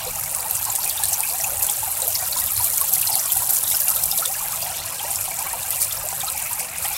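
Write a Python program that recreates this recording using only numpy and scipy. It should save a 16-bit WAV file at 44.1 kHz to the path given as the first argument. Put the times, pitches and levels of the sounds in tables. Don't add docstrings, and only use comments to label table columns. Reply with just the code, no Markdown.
import sys
import numpy as np
from scipy import signal
from scipy.fft import rfft, irfft, dct, next_fast_len
from scipy.io import wavfile

SR = 44100
rng = np.random.default_rng(int(sys.argv[2]) if len(sys.argv) > 2 else 0)


def persist_wave(psi):
    counts = np.round(np.clip(psi, -1, 1) * 32767).astype(np.int16)
    wavfile.write(sys.argv[1], SR, np.atleast_2d(counts).T)


N = 307377
TIME = np.arange(N) / SR

# t/s, level/dB
SPRAY_FADER = [(0, -28), (1.0, -23), (1.9, -23.5), (2.6, -20.5), (3.9, -20.5), (4.5, -24.5), (4.85, -31),
               (5.2, -27), (6.0, -27.5), (6.55, -26.5), (6.7, -34.5), (6.97, -24)]
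# crest t/s, level/dB, swell/s
SPLASH_CUES = [(0.237, -20, 0.0046), (0.548, -27, 0.024), (0.843, -21, 0.018), (1.13, -20.5, 0.012),
               (1.628, -14.5, 0.0095), (1.702, -20, 0.013), (2.085, -22.5, 0.022), (2.156, -24.5, 0.017),
               (2.377, -20, 0.011), (2.658, -20, 0.0086), (2.938, -15, 0.011), (3.069, -17, 0.0067),
               (3.318, -18.5, 0.018), (3.499, -14.5, 0.01), (3.54, -16.5, 0.017), (3.696, -19.5, 0.02),
               (3.806, -15, 0.0074), (3.887, -18, 0.0071), (4.256, -16, 0.0034), (4.62, -19.5, 0.0048),
               (5.125, -25.5, 0.039), (5.391, -22.5, 0.0046), (5.734, -25.5, 0.026), (5.818, -19, 0.019),
               (6.594, -22, 0.011), (6.834, -22.5, 0.016)]
# t/s, level/dB before EQ, f/Hz
DROPLET_CUES = [(0.3495, -3.5, 8500), (0.5105, 1, 12200), (0.6523, -4.5, 7900), (0.7605, -3.5, 8200),
                (1.0368, 0.5, 8300), (1.0555, -1.5, 8950), (1.1321, -1.5, 7700), (1.2058, -1, 8850),
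                (1.4373, -6, 11400), (1.6277, -1, 11900), (1.6675, -1, 10900), (1.6985, -0.5, 8450),
                (2.0198, -3, 8400), (2.079, 0, 13200), (2.401, -1.5, 11600), (2.44, -3, 11800),
                (2.578, -1, 12200), (2.7812, -5, 6900), (2.813, 2, 12250), (2.9825, -1, 11200),
                (3.155, 2.5, 11200), (3.321, 3, 12700), (3.37, 0.5, 10800), (3.5035, -7, 12800),
                (3.5684, -6.5, 6860), (3.637, -1, 10260), (3.7125, 1, 11200), (3.7695, 0.5, 11530),
                (3.8038, 0.5, 11900), (3.8835, 2, 10200), (3.9025, 2.5, 12440), (3.962, 0.5, 12300),
                (4.0574, -1, 11900), (4.1143, 0.5, 11900), (4.259, -5, 8500), (5.031, -8, 12300),
                (5.1062, -7, 9000), (5.158, -6, 7680), (5.2113, -4, 12000), (5.5313, -5.5, 10000),
                (5.7065, -2, 11900), (5.8272, -1.5, 8900), (6.088, -7, 7600), (6.2037, -8, 8260),
                (6.2456, -9.5, 7700), (6.301, -6, 8800), (6.424, -8, 10100), (6.532, -7, 8500),
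                (6.784, -7, 10070), (6.883, -5, 12500)]
# crest t/s, level/dB over 20 ms, f/Hz
BUBBLE_CUES = [(0.073, -33.5, 491), (0.166, -39, 855), (0.265, -42, 2190), (0.459, -34, 860),
               (0.554, -24.5, 7800), (0.669, -32.5, 1020), (0.691, -33.5, 746), (0.702, -25.5, 7200),
               (0.788, -33.5, 933), (0.839, -36.5, 803), (0.865, -34.5, 2480), (0.902, -31, 4520),
               (0.979, -33, 3520), (1.001, -35, 857), (1.033, -36.5, 1700), (1.041, -33, 3870),
               (1.123, -35.5, 742), (1.133, -34, 7310), (1.138, -25, 6120), (1.202, -35.5, 824),
               (1.236, -29.5, 2440), (1.3, -33, 4700), (1.411, -30, 5770), (1.443, -25.5, 6920),
               (1.444, -30.5, 2550), (1.469, -37, 790), (1.525, -38, 570), (1.608, -37.5, 820),
               (1.69, -33, 3260), (1.695, -34, 796), (1.831, -32, 880), (1.882, -34, 754),
               (1.997, -37, 905), (2.026, -32.5, 3880), (2.03, -31.5, 527), (2.081, -33.5, 670),
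               (2.153, -27, 5320), (2.231, -34.5, 728), (2.328, -29, 4300), (2.368, -31, 1003),
               (2.603, -32, 946), (2.816, -32, 1066), (3.031, -33.5, 2690), (3.102, -32.5, 768),
               (3.139, -30, 4350), (3.164, -37, 765), (3.195, -26, 5800), (3.254, -37, 1080),
               (3.303, -32, 3210), (3.424, -32.5, 970), (3.518, -37.5, 810), (3.675, -33, 3800),
               (3.737, -37, 775), (3.744, -37.5, 1480), (3.748, -30, 5200), (3.877, -34.5, 2720),
               (3.895, -38, 800), (3.966, -37, 1260), (4.115, -28.5, 5140), (4.132, -35, 796),
               (4.187, -30, 3900), (4.194, -33, 680), (4.228, -31, 1313), (4.256, -29, 3520),
               (4.355, -35, 1675), (4.409, -33.5, 1095), (4.45, -36, 805), (4.533, -35, 1187),
               (4.625, -31.5, 4650), (4.63, -38, 670), (4.673, -36, 905), (4.786, -36, 730),
               (4.996, -35.5, 3170), (5.005, -37.5, 820), (5.041, -33.5, 890), (5.053, -37.5, 573),
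               (5.101, -36, 770), (5.255, -37, 2900), (5.284, -33.5, 745), (5.312, -35, 800),
               (5.315, -36, 2230), (5.39, -33.5, 788), (5.458, -34, 1095), (5.464, -36, 770),
               (5.473, -36, 2240), (5.513, -40, 1820), (5.538, -31.5, 910), (5.912, -35, 3420),
               (6.046, -32.5, 590), (6.132, -33, 750), (6.21, -34, 3490), (6.237, -34, 790),
               (6.279, -35, 1250), (6.283, -31.5, 4040), (6.374, -38, 2260), (6.513, -32, 950),
               (6.76, -41, 2720), (6.85, -35.5, 1880), (6.855, -33, 791), (6.913, -37, 830)]
# rate/(1/s), level/dB over 20 ms, lowest f/Hz, highest f/Hz
FAINT_POCKETS = [(3, -46.5, 540, 1400), (4, -46, 1400, 2600), (3, -38.5, 2400, 5600)]
# crest t/s, level/dB, swell/s, middle f/Hz
SHOWER_CUES = [(0.684, -39, .012, 930), (0.82, -37, 0.02, 4740), (2.155, -25.5, 0.0063, 4900),
               (2.379, -31.5, 0.013, 4397), (2.581, -34, 0.03, 4650), (2.94, -31, 0.0079, 4850),
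               (3.075, -23, 0.0047, 4850), (3.11, -37, 0.031, 732), (3.125, -29.5, .02, 4824),
               (3.719, -33, .017, 5200), (3.725, -34.5, 0.016, 3170), (3.966, -33.5, .007, 4060),
               (4.65, -36, 0.03, 644.5), (5.06, -38, .025, 897), (5.41, -37.5, .035, 830),
               (5.82, -33, 0.017, 5440), (6.615, -37, .014, 5720), (6.853, -28, .002, 2910)]
# t/s, level/dB
SEETHE_FADER = [(0, -35), (0.2, -50), (0.55, -41), (0.9, -38), (1.6, -44), (1.85, -39.5), (2.5, -39.5),
                (4.2, -40), (4.5, -41.5), (4.8, -36.5), (5.1, -39.5), (5.5, -42), (6.25, -43.5), (6.8, -48),
                (6.97, -35)]
# t/s, level/dB
JET_FADER = [(0, -46), (1.8, -49), (4.15, -55), (4.45, -46), (6.3, -45.5), (6.39, -40.5), (6.47, -39.5),
             (6.56, -47), (6.6, -36.5), (6.66, -45), (6.74, -37), (6.97, -41)]
# crest t/s, rise/dB before EQ
HEAVE_CUES = [(2.6, 7), (3.4, 5.5), (4.03, 7), (6.02, 6), (6.4, 6.5)]
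# f/Hz, level/dB
SPRAY_EQ = [(300, -21.5), (1500, -15.5), (3000, -15), (4500, -7), (5400, -8), (6300, -6), (7200, -0.5),
            (8300, 1), (10000, 1.4), (11800, 2), (13000, 1), (14200, -1.5), (16000, -4.5)]
GURGLE_EQ = [(200, -48), (380, -11.5), (480, -5), (620, -3.5), (770, 2), (1020, 0.5), (1350, -10.5),
             (1900, -4.5), (4000, -44)]
SEETHE_EQ = [(1800, -23), (2700, -8), (3300, -3.5), (4300, -4.5), (6000, -6), (9000, -21.5)]
WASH_EQ = [(100, -15), (400, -17), (700, 8), (1300, 3), (1900, -2.5), (2700, -12), (4000, -7), (6000, -36),
           (16000, -8)]
RUMBLE_EQ = [(10, -20), (28, -11.5), (50, -6.5), (75, -2.5), (105, -0.5), (145, -7.5), (195, -12),
             (250, -18), (380, -23.5), (700, -40), (2000, -70)]
HEAVE_EQ = [(105, 2.5), (165, -20)]


def spill():
    power = gain_of(spray_db(TIME) + 0.98 * wander(per_s=66)) ** 2
    slaps = [(s, spray_db(s) + 4 + db, swell_s)
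             for s, db, swell_s in chance(per_s=6, spread_db=3.5, low=0.0014, high=0.0056)]
    for s, db, swell_s in SPLASH_CUES + slaps:
        u = np.arange(0, 7, 1 / (swell_s * SR))
        add(power, s - swell_s, (gain_of(db) * swell(u)) ** 2)
    return np.sqrt(power)


def spray(flow):
    fizz = patchy_noise(SPRAY_EQ, depth_db=3, patch_hz=1830, patch_s=0.0065, size=256)
    grains = swarm(5050, 16200, per_s=3000, cycles=1.4, spread_db=5, rise=0.093, sizes=60)
    grains = unit_rms(spatter(eq(grains, SPRAY_EQ), spatter_db=-12, fade_s=0.0083))
    mist = flow * (gain_of(-4) * fizz + gain_of(-2) * grains)
    top = eq(mist, [(7000, -41), (9000, -22), (11500, -10.5)])
    averted_db = -29.5
    tilt_db = 1.12 * (spray_db(TIME) - averted_db)
    return (mist - top) * gain_of(-tilt_db / 2) + top * gain_of(tilt_db / 2)


def droplets():
    out = np.zeros(N)
    drips = [(s, spray_db(s) + 16.5 + db, hz)
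             for s, db, hz in chance(per_s=2.6, spread_db=0.5, low=8200, high=13100)]
    for s, db, hz in DROPLET_CUES + drips:
        swell_s = 2.1 / hz
        add(out, s - swell_s, gain_of(db) * ring(hz, swell_s, rise=0.01))
    ticks = eq(out, [(2000, -13), (5000, 4), (7000, -3)])
    return spatter(ticks, spatter_db=-4, fade_s=0.0029)


def air_pockets():
    out = np.zeros(N)
    faint = [(s, level_db + db, hz) for per_s, level_db, low, high in FAINT_POCKETS
             for s, db, hz in chance(per_s, spread_db=2, low=low, high=high)]
    for s, db, hz in BUBBLE_CUES + faint:
        strength = gain_of(db) * np.sqrt(0.02 * SR)
        clear = blip(hz)
        start = s - np.argmax(abs(clear)) / SR
        cloud_s = 0.0055 * (hz / 1000) ** -0.25
        cloud_share = value_at([(500, 0.2), (800, 0.23), (1500, 0.097), (4500, 0.44)], hz)
        add(out, start, strength * np.sqrt(1 - cloud_share) * clear)
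        add(out, s - cloud_s, strength * np.sqrt(cloud_share) * cloud(hz, cloud_s))
        for delay, pitch in wake(hz):
            add(out, start + delay, strength * gain_of(-11) * rng.random() * blip(pitch))
        snap = unit_energy(ring(1.31 * hz, 1.4 / hz, rise=0))
        snap_db = value_at([(1000, -15), (2000, -13.5), (4000, -11)], hz)
        add(out, start, strength * gain_of(snap_db) * snap)
    return sluice_reverb(out, wet_db=-11, t60=0.08)


def blip(hz):
    swell_s = 0.0056 * (hz / 1000) ** -0.5 * rng.uniform(0.75, 1.3)
    return unit_energy(ring(hz, swell_s, rise=rng.uniform(0.03, 0.13)))


def cloud(hz, swell_s):
    u = np.arange(0, 7, 1 / (swell_s * SR))
    spurts = abs(band_noise(len(u), width_hz=670)) ** 0.75
    blur = (band_noise(len(u), width_hz=0.17 * hz) * np.exp(2j * np.pi * hz * swell_s * u)).real
    return unit_energy(swell(u) * spurts * blur)


def wake(hz, count=2, wait_s=0.013, octaves=0.29):
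    wait, detune = rng.random((count, 2)).T
    return zip(np.cumsum(wait_s * (wait + 0.5)), hz * 2 ** (octaves * (2 * detune - 1)))


def showers(births_per_cycle=0.14, octaves=0.16, swell_cycles=4):
    out = np.zeros(N)
    for s, db, swell_s, middle_hz in SHOWER_CUES:
        crowd = np.zeros(SR // 2)
        count = int(4 * swell_s * births_per_cycle * middle_hz) + 2
        for early, late, strength, detune in rng.random((count, 4)):
            hz = middle_hz * 2 ** (octaves * np.sqrt(12) * (detune - 0.5))
            delay = -swell_s * np.log(early * late) / np.sqrt(2)
            add(crowd, delay, strength ** 2 * ring(hz, swell_cycles / hz, rise=0.091))
        add(out, s - swell_s, gain_of(db) * np.sqrt(2 * swell_s * SR) * unit_energy(crowd))
    return sluice_reverb(out, wet_db=-9, t60=0.049)


def gurgle():
    distant = patchy_noise(GURGLE_EQ, depth_db=3.5, patch_hz=213, patch_s=0.046, size=1024)
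    near = swarm(490, 1400, per_s=100, cycles=4.6, spread_db=1.9, rise=0.065, sizes=48)
    near = unit_rms(eq(sluice_reverb(near, wet_db=-11.5, t60=0.044), GURGLE_EQ))
    return gain_of(-47) * distant + gain_of(-42.5) * near


def trickle():
    tinkle = swarm(1150, 3000, per_s=130, cycles=6.5, spread_db=3, rise=0.06, sizes=36)
    ticks = swarm(1500, 5000, per_s=45, cycles=1.2, spread_db=2.5, rise=0, sizes=20)
    foam = swarm(2700, 6500, per_s=650, cycles=4.6, spread_db=3.3, rise=0.05, sizes=36)
    hiss = patchy_noise(SEETHE_EQ, depth_db=6, patch_hz=900, patch_s=0.027, size=512)
    wash = patchy_noise(WASH_EQ, depth_db=4.5, patch_hz=500, patch_s=0.04, size=512)
    seethe = gain_of(fader(SEETHE_FADER)) * (gain_of(-3.5) * foam + gain_of(-5.5) * hiss)
    in_box = gain_of(-45.5) * tinkle + gain_of(-50.5) * ticks + seethe
    return sluice_reverb(in_box, wet_db=-8, t60=0.049) + gain_of(-42.5) * wash


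def jet(base_hz=2544, base_db=-45, sag_hz_per_db=16):
    db = fader(JET_FADER)
    pitch = (base_hz - sag_hz_per_db * (db - base_db)) * (1 + 0.03 * wander(per_s=30.3))
    gush = (band_noise(N, width_hz=520) * np.exp(2j * np.pi * np.cumsum(pitch) / SR)).real
    flutter = gain_of(3.7 * wander(per_s=86))
    return gain_of(db) * unit_rms(gush * flutter)


def rumble(heave_s=0.073):
    deep = patchy_noise(RUMBLE_EQ, depth_db=3, patch_hz=60.4, patch_s=0.078, size=4096)
    heave_db = sum(db * np.exp(-((TIME - s) / heave_s) ** 2) for s, db in HEAVE_CUES)
    heave = (gain_of(heave_db) - 1) * eq(deep, HEAVE_EQ)
    hum_hz = 161.4 + 2 * wander(per_s=4.7)
    hum = np.sin(2 * np.pi * np.cumsum(hum_hz) / SR) * gain_of(3.2 * wander(per_s=2))
    return gain_of(-46.5) * (deep + heave) + gain_of(-57.5) * unit_rms(hum)


def ring(hz, swell_s, rise):
    u = np.arange(int(9 * swell_s * SR) + 2) / (swell_s * SR)
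    pitch = hz * (1 + rise * np.tanh((u - 1) / 2))
    return swell(u) * np.sin(2 * np.pi * (np.cumsum(pitch) / SR + rng.random()))


def swarm(low_hz, high_hz, per_s, cycles, spread_db, rise, sizes):
    out = np.zeros(N)
    pitches = np.geomspace(low_hz, high_hz, sizes)
    for hz, (length, glide) in zip(pitches, rng.uniform(0.5, 1.5, (sizes, 2))):
        when, rarity, lot = rng.random((3, 2000))
        born = lot < per_s * TIME[-1] / sizes / len(lot)
        accent_db = spread_db * np.minimum(-np.log(rarity[born]), 3.8)
        triggers = np.bincount((when[born] * N).astype(int), gain_of(accent_db), N)
        bubble = ring(hz, length * cycles / hz, glide * rise)
        out += unit_rms(signal.oaconvolve(triggers, bubble)[:N])
    return unit_rms(out)


def spatter(x, spatter_db, fade_s):
    decay = np.exp(-1 / (fade_s * SR))
    power = signal.lfilter([1 - decay], [1, -decay], x ** 2)
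    fizz = unit_rms(eq(rng.standard_normal(N), SPRAY_EQ))
    return x + gain_of(spatter_db) * np.sqrt(power) * fizz


def sluice_reverb(x, wet_db, t60):
    t = np.arange(4096) / SR
    taps = rng.standard_normal(len(t)) * (rng.random(len(t)) < 0.1)
    tail = taps * (t > 0.0006) * gain_of(-60 * t / t60)
    return x + gain_of(wet_db) * signal.oaconvolve(x, unit_energy(tail))[:N]


def patchy_noise(tone, depth_db, patch_hz, patch_s, size):
    frames = dict(fs=SR, nperseg=size, noverlap=size * 3 // 4)
    hz, t, spectrum = signal.stft(rng.standard_normal(N), **frames)
    ripples = dct(dct(rng.standard_normal(spectrum.shape), axis=0, norm="ortho"), axis=1, norm="ortho")
    across = np.arange(len(hz))[:, None] * patch_hz / hz[-1]
    along = np.arange(len(t)) * patch_s / t[-1]
    ripples *= np.exp(-across ** 2 - along ** 2)
    patches = unit_rms(dct(dct(ripples, type=3, axis=0, norm="ortho"), type=3, axis=1, norm="ortho"))
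    noise = signal.istft(spectrum * gain_of(depth_db * patches), **frames)[1][:N]
    return unit_rms(eq(noise, tone))


def band_noise(size, width_hz):
    z = rng.standard_normal(size + 2048) + 1j * rng.standard_normal(size + 2048)
    z = signal.sosfilt(signal.butter(2, width_hz / 2, fs=SR, output="sos"), z)[2048:]
    return z / np.sqrt(np.mean(abs(z) ** 2))


def wander(per_s):
    hz = np.fft.rfftfreq(2 ** 19, 1 / SR)
    return unit_rms(irfft(rfft(rng.standard_normal(2 ** 19)) / (1 + (hz / per_s) ** 4))[:N])


def chance(per_s, spread_db, low, high):
    when, level, value = rng.random((int(per_s * TIME[-1]), 3)).T
    s = (np.arange(len(when)) + when) / per_s
    return np.transpose([s, spread_db * np.sqrt(12) * (level - 0.5), low * (high / low) ** value])


def swell(u):
    return u * np.exp(1 - u)


def fader(rows, s=TIME):
    return np.interp(s, *np.transpose(rows))


def spray_db(s):
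    return fader(SPRAY_FADER, s)


def eq(x, points):
    size = next_fast_len(N + 4096)
    response = gain_of(value_at(points, np.fft.rfftfreq(size, 1 / SR)))
    return irfft(rfft(x, size) * response, size)[:N]


def value_at(points, hz):
    f, value = np.transpose(points)
    return np.interp(np.log(hz + 1), np.log(f + 1), value)


def add(mix, s, sound):
    part = mix[max(round(s * SR), 0):][:len(sound)]
    part += sound[:len(part)]


def gain_of(db):
    return 10 ** (np.asarray(db) / 20)


def unit_rms(x):
    return x / np.sqrt(np.mean(x ** 2) + 1e-20)


def unit_energy(x):
    return x / np.linalg.norm(x)


def scene():
    outlet = spray(spill()) + droplets()
    return (outlet + air_pockets() + showers() + gurgle() + trickle() + jet() + rumble())[None]


def record(dry):
    high_cut = signal.firwin(511, 15850, window=("kaiser", 8), fs=SR)
    return signal.oaconvolve(np.clip(dry, -1, 1), high_cut[None], "same")


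dry = scene()
out = record(dry)
persist_wave(out)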